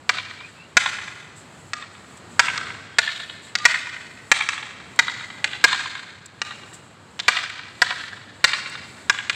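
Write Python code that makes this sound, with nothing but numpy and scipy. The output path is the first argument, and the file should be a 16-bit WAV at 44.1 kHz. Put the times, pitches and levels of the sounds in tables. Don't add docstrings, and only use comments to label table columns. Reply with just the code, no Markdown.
import sys
import numpy as np
from scipy import signal
from scipy.fft import rfft, irfft, next_fast_len
from scipy.io import wavfile
from scipy.ndimage import uniform_filter1d, minimum_filter1d

SR = 44100
rng = np.random.default_rng(int(sys.argv[2]) if len(sys.argv) > 2 else 0)


def store_pcm(level_fs):
    pcm = np.round(np.clip(level_fs, -1, 1) * 32767).astype(np.int16)
    wavfile.write(sys.argv[1], SR, np.atleast_2d(pcm).T)


N = 412330

# pitch_hz, level_db
TOWN_COLOUR = [(15, -55), (25, -38), (58, -11), (80, 0.5), (115, 4), (170, 1), (516, -8), (936, -9.5),
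               (1290, -10), (2690, -19.5), (3250, -20), (3620, -24), (4030, -20.5), (5880, -32.5),
               (7710, -22), (11000, -30.5), (16000, -41)]
# pitch_hz, level_db (mean, before it wavers)
MACHINE_HUM = [(71, -65), (99.7, -54.3)]
# start_s, force_db (relative), hardness_db_per_octave, favoured_pitch_hz, grip_tuning (ratio, before clipping),
# contact_one and contact_two (0-1 along each staff)
BLOWS = [(0.0929, -13, 0.2, 2320, 0.93, .205, .097), (0.7689, -4, 5, 1627, 1.03, .281, 0.36),
         (1.7335, -27, 3.5, 1380, 0.87, .52, .507), (2.3936, -4, 3, 1482, 0.96, .431, 0.52),
         (2.5774, -27.5, 2, 1404, 1.12, 0.28, 0.43), (2.9854, -7, 0, 1640, 0.91, .173, .04),
         (3.5531, -21.5, 5.5, 1673, 1.01, .489, .503), (3.6531, -3.5, 4, 1950, 0.9, .334, 0.41),
         (4.3157, -4, 2.5, 2090, 1.07, .46, 0.17), (4.489, -20.5, 1.5, 2220, 1.04, 0.23, .45),
         (4.9908, -8.5, 2.5, 1970, 0.92, .431, .197), (5.4432, -18, 0.1, 2363, 1.08, .183, .356),
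         (5.6408, -1, 3, 1620, 0.93, .157, 0.44), (6.417, -24.5, 2.5, 2990, 1.09, .66, 0.1),
         (7.1927, -33.5, 3, 2794, 1, 0.09, 0.41), (7.1998, -34, 5.5, 3620, 0.82, .184, .053),
         (7.2816, -5.5, 0.9, 2270, .933, .209, .097), (7.8181, -8, 0, 1770, 1.006, .094, .229),
         (8.442, -4, 1.5, 3900, 1.074, .41, .192), (9.097, -12.5, 3, 1584, 0.92, .241, .436),
         (9.297, -20, 0, 2530, 0.81, 0.19, .051)]
# pitch_hz, level_db
WOOD_RADIATION = [(150, -67), (500, -18.5), (1000, -2), (1600, 2.5), (2200, 3), (3000, -4.5), (4500, -3),
                  (8000, -18.5), (11000, -29)]
# pitch_hz, level_db
CRACK_COLOUR = [(200, -3), (1000, 13), (1800, -35), (4500, 0), (8000, 13), (14000, -26)]
# pitch_hz, level_db
TREE_COLOUR = [(200, -27), (600, 2), (1000, -1.5), (1700, 0), (2500, 0), (3600, 2), (5500, -3), (8000, 6),
               (12000, 5.5)]
# delay_s (mean), level_db (relative), smear_s
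ECHOES = [(.047, -7.5, 0.0035), (.078, -11, 0.0024), (0.089, 2, 0.003), (0.104, -5.5, 0.0036),
          (.176, -16, .002), (0.216, -9, 0.0029), (.31, -11, 0.0027), (0.351, -19.5, 0.0038),
          (0.392, -23.5, 0.00098)]
# pitch_hz, level_db
ECHO_COLOUR = [(200, -33), (700, 6), (1100, 7), (1700, 4), (2500, 2), (3600, 6.5), (5500, -19.5),
               (8000, -2), (12000, -36)]
# start_s, start_pitch_hz, end_pitch_hz, level_db
BIRD_NOTES = [(.21, 2260, 2620, -50), (0.371, 2230, 2650, -44), (.55, 2500, 2950, -52),
              (2.89, 3280, 3240, -58)]
# start_s, level_db (relative), length_s (the swell peaks halfway)
BRUSHES = [(1.357, -51, 0.045), (2.171, -48, 0.0062), (3.415, -54, 0.052), (4.96, -43, 0.0036),
           (6.259, -36.5, 0.0035), (6.731, -45, 0.019), (7.495, -43, .0046), (8.696, -42, .0045)]
# pitch_hz, level_db
BRUSH_COLOUR = [(1000, -30), (4000, 0), (6000, -6), (7800, 12), (9500, 1), (15000, -11)]
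# pitch_hz, level_db
PHONE_RESPONSE = [(20, -22), (70, -7.5), (140, -4.5), (7800, 1.5), (9300, -9), (12000, -11), (16000, -13)]

TOWN_DB = -42.5
STAFF_ONE_HZ, STAFF_TWO_HZ, SHEAR = 26, 28.6, .0053
LAWN_LAG_S, LAWN_DB = .0042, -9.5
TAIL_DB, ECHO_DB, CARRY = -20.5, -29.5, 0.65
FACING_AWAY, BEAM_DB, BEAM_DB_PER_TILT = 0.3, 1.16, 9
PARRY_DB = -16
REBOUND_S, REBOUND_DB, REBOUND_HARDNESS = .0335, -19.5, 2.5
SING_HZ, SING_DB, SING_S = 1210, -16.5, 0.12
NOTE_S = .12
RUSTLES_PER_S, RUSTLE_DB, RUSTLE_SPREAD_DB, RUSTLE_S = 2.5, -58, 3, .07


def undb(db):
    return 10 ** (np.asarray(db) / 20)


def unit(x):
    return x / np.sqrt(np.mean(x ** 2))


def gain_at(hz, points):
    curve_hz, curve_db = np.transpose(points)
    return undb(np.interp(np.log(np.maximum(hz, 1)), np.log(curve_hz), curve_db))


def colour(x, points, size=2048):
    hz = np.arange(size // 2 + 1) * SR / size
    cepstrum = irfft(np.log(gain_at(hz, points)))
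    cepstrum[1:size // 2] *= 2
    cepstrum[size // 2 + 1:] = 0
    impulse = irfft(np.exp(rfft(cepstrum)))
    return signal.fftconvolve(x, impulse)[:len(x)]


def shape(x, points):
    size = next_fast_len(len(x) + 2048)
    hz = np.arange(size // 2 + 1) * SR / size
    return irfft(rfft(x, size) * gain_at(hz, points), size)[:len(x)]


def clock(seconds):
    return np.arange(int(seconds * SR)) / SR


def add(track, start_s, sound):
    start = max(int(start_s * SR), 0)
    part = sound[:max(len(track) - start, 0)]
    track[start:start + len(part)] += part


def walk(rate):
    hold = int(SR / rate)
    steps = np.repeat(rng.standard_normal(N // hold + 1), hold)
    smooth = uniform_filter1d(uniform_filter1d(steps, hold), hold)
    return unit(smooth)[:N]


def machine_hum():
    t = np.arange(N) / SR
    hum = np.zeros(N)
    for pitch_hz, level_db in MACHINE_HUM:
        level = undb(level_db + 1.5 * walk(5))
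        hum += level * unit(np.sin(2 * np.pi * pitch_hz * t + .5 * walk(6)))
    return hum


def town(swell_db=1.92):
    air = unit(shape(rng.standard_normal(N), TOWN_COLOUR)) * undb(TOWN_DB + swell_db * walk(3.54))
    leaves = signal.sosfiltfilt(signal.butter(4, 6000, "high", fs=SR, output="sos"), air)
    stirring = undb(2.2 * walk(6) + 1.2 * walk(25))
    return air + leaves * (stirring - 1) + machine_hum()


def staff(t, base_hz, place, hardness_db, accent_hz, t60=0.033, treble_damping=0.53, accent_db=7,
          free_db=-33, free_t60=0.04):
    halfwaves = np.arange(2, 30) + .5
    hz = base_hz * halfwaves ** 2 / np.sqrt(1 + SHEAR * halfwaves ** 2)
    bend = np.sin(np.pi * (halfwaves * place - .25))
    octave = np.log2(hz / 1600)
    accent = np.exp(-(np.log2(hz / accent_hz) / .22) ** 2)
    size = bend * gain_at(hz, WOOD_RADIATION) * undb(hardness_db * octave + accent_db * accent)
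    loss = np.log(1000) * 2 ** (treble_damping * octave[:, None]) * t
    fade = np.exp(-loss / t60) + undb(free_db) * np.exp(-loss / free_t60)
    return size @ (np.sin(2 * np.pi * hz[:, None] * t) * fade)


def clash(hardness_db, accent_hz, grip, place_one, place_two, crack_db=-12, crack_s=0.0062, thin_hz=420):
    t = clock(.16)
    grip = np.clip(grip, .85, 1.15)
    crack = unit(colour(rng.standard_normal(len(t)), CRACK_COLOUR)) * np.exp(-t / crack_s)
    one = staff(t, grip * STAFF_ONE_HZ, place_one, hardness_db, accent_hz)
    two = staff(t, grip * STAFF_TWO_HZ, place_two, hardness_db, accent_hz)
    thin = signal.butter(2, thin_hz, "high", fs=SR, output="sos")
    return signal.sosfilt(thin, one + two + undb(crack_db) * crack)


def scatter(ring, bloom_db, t60=1.422, treble_t60=0.84, build_s=0.024):
    t = clock(1.3)
    wash = unit(shape(rng.standard_normal(len(t)), WOOD_RADIATION))
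    modes = unit(signal.fftconvolve(rng.standard_normal(len(t)), ring, "same"))
    bloom = [(2400, 0), (3100, bloom_db), (4100, bloom_db), (5000, 0)]
    noise = unit(shape(shape(wash + 1.7 * modes, TREE_COLOUR), bloom))
    low = signal.sosfilt(signal.butter(1, 3500, fs=SR, output="sos"), noise)
    returns = low * undb(-60 * t / t60) + (noise - low) * undb(-60 * t / treble_t60)
    clumps = undb(1.6 * walk(220)[:len(t)] + 1.2 * walk(60)[:len(t)])
    build_up = 1 - np.exp(-(t / build_s) ** 2)
    return returns * clumps * build_up


def echo(ring, smear_s):
    t = clock(.03)
    surface = rng.standard_normal(len(t)) * t * np.exp(-2 * t / smear_s)
    return unit(signal.fftconvolve(colour(ring, ECHO_COLOUR), surface))


def tone(start_hz, end_hz, length, blur_s=0.038):
    t = clock(length)
    hz = start_hz + (end_hz - start_hz) * t / length
    swell = np.sin(np.pi * t / length)
    clean = swell * np.sin(2 * np.pi * np.cumsum(hz) / SR)
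    paths = rng.standard_normal(len(t)) * np.exp(-t / blur_s)
    blurred = swell * signal.fftconvolve(clean, paths)[:len(t)]
    flutter = undb(2 * walk(75)[:len(t)])
    return unit(unit(clean) / 2 + unit(blurred)) * flutter


def sparring(direct_db=2, wander_s=.0008):
    out = np.zeros(N)
    for start_s, force_db, hardness_db, accent_hz, grip, place_one, place_two in BLOWS:
        ring = clash(hardness_db, accent_hz, grip, place_one, place_two)
        near = undb(force_db + direct_db) * ring
        add(out, start_s, near)
        add(out, start_s + LAWN_LAG_S, undb(LAWN_DB) * near)

        carried_db = CARRY * force_db
        bloom_db = BEAM_DB + BEAM_DB_PER_TILT * max(FACING_AWAY - hardness_db, 0)
        add(out, start_s, undb(TAIL_DB + carried_db) * scatter(ring, bloom_db))
        for delay_s, level_db, smear_s in ECHOES:
            arrival_s = start_s + delay_s + wander_s * rng.standard_normal()
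            add(out, arrival_s, undb(ECHO_DB + carried_db + level_db) * echo(ring, smear_s))

        if force_db < PARRY_DB:
            touch = clash(hardness_db + REBOUND_HARDNESS, accent_hz, grip, place_one, place_two)
            add(out, start_s + REBOUND_S, undb(force_db + REBOUND_DB) * touch)
            middle = np.sin(np.pi * place_one) ** 4
            add(out, start_s, middle * undb(force_db + SING_DB) * tone(SING_HZ, SING_HZ, SING_S))
    return out


def bird():
    out = np.zeros(N)
    for start_s, start_hz, end_hz, level_db in BIRD_NOTES:
        add(out, start_s, undb(level_db) * tone(start_hz, end_hz, NOTE_S))
    return out


def brush(length, grain_db=4):
    t = clock(.8)
    grains = rng.standard_normal(len(t)) * undb(grain_db * rng.standard_normal(len(t)))
    swell = 2 * t / length * np.exp(1 - 2 * t / length)
    return swell * unit(colour(grains, BRUSH_COLOUR))


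def brushes(brush_db=4):
    out = np.zeros(N)
    for start_s, level_db, length_s in BRUSHES:
        add(out, start_s, undb(level_db + brush_db) * brush(length_s))
    for step in range(int(RUSTLES_PER_S * N / SR)):
        start_s = (step + rng.random()) / RUSTLES_PER_S
        level_db = RUSTLE_DB + RUSTLE_SPREAD_DB * rng.standard_normal()
        add(out, start_s, undb(level_db) * brush(RUSTLE_S))
    return out


def scene():
    return (town() + sparring() + bird() + brushes())[None]


def limit(x, full_scale=0.8, size=60):
    gain = np.minimum(1, full_scale / (np.abs(x) + 1e-9))
    return x * uniform_filter1d(minimum_filter1d(gain, size), size)


def record(dry):
    ceiling = .85
    saturated = ceiling * np.tanh(dry[0] / ceiling)
    heard = limit(shape(saturated, PHONE_RESPONSE))
    top_cut = signal.ellip(8, .05, 60, 16300, fs=SR, output="sos")
    return signal.sosfiltfilt(top_cut, heard)[None]


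dry = scene()
out = record(dry)
store_pcm(out)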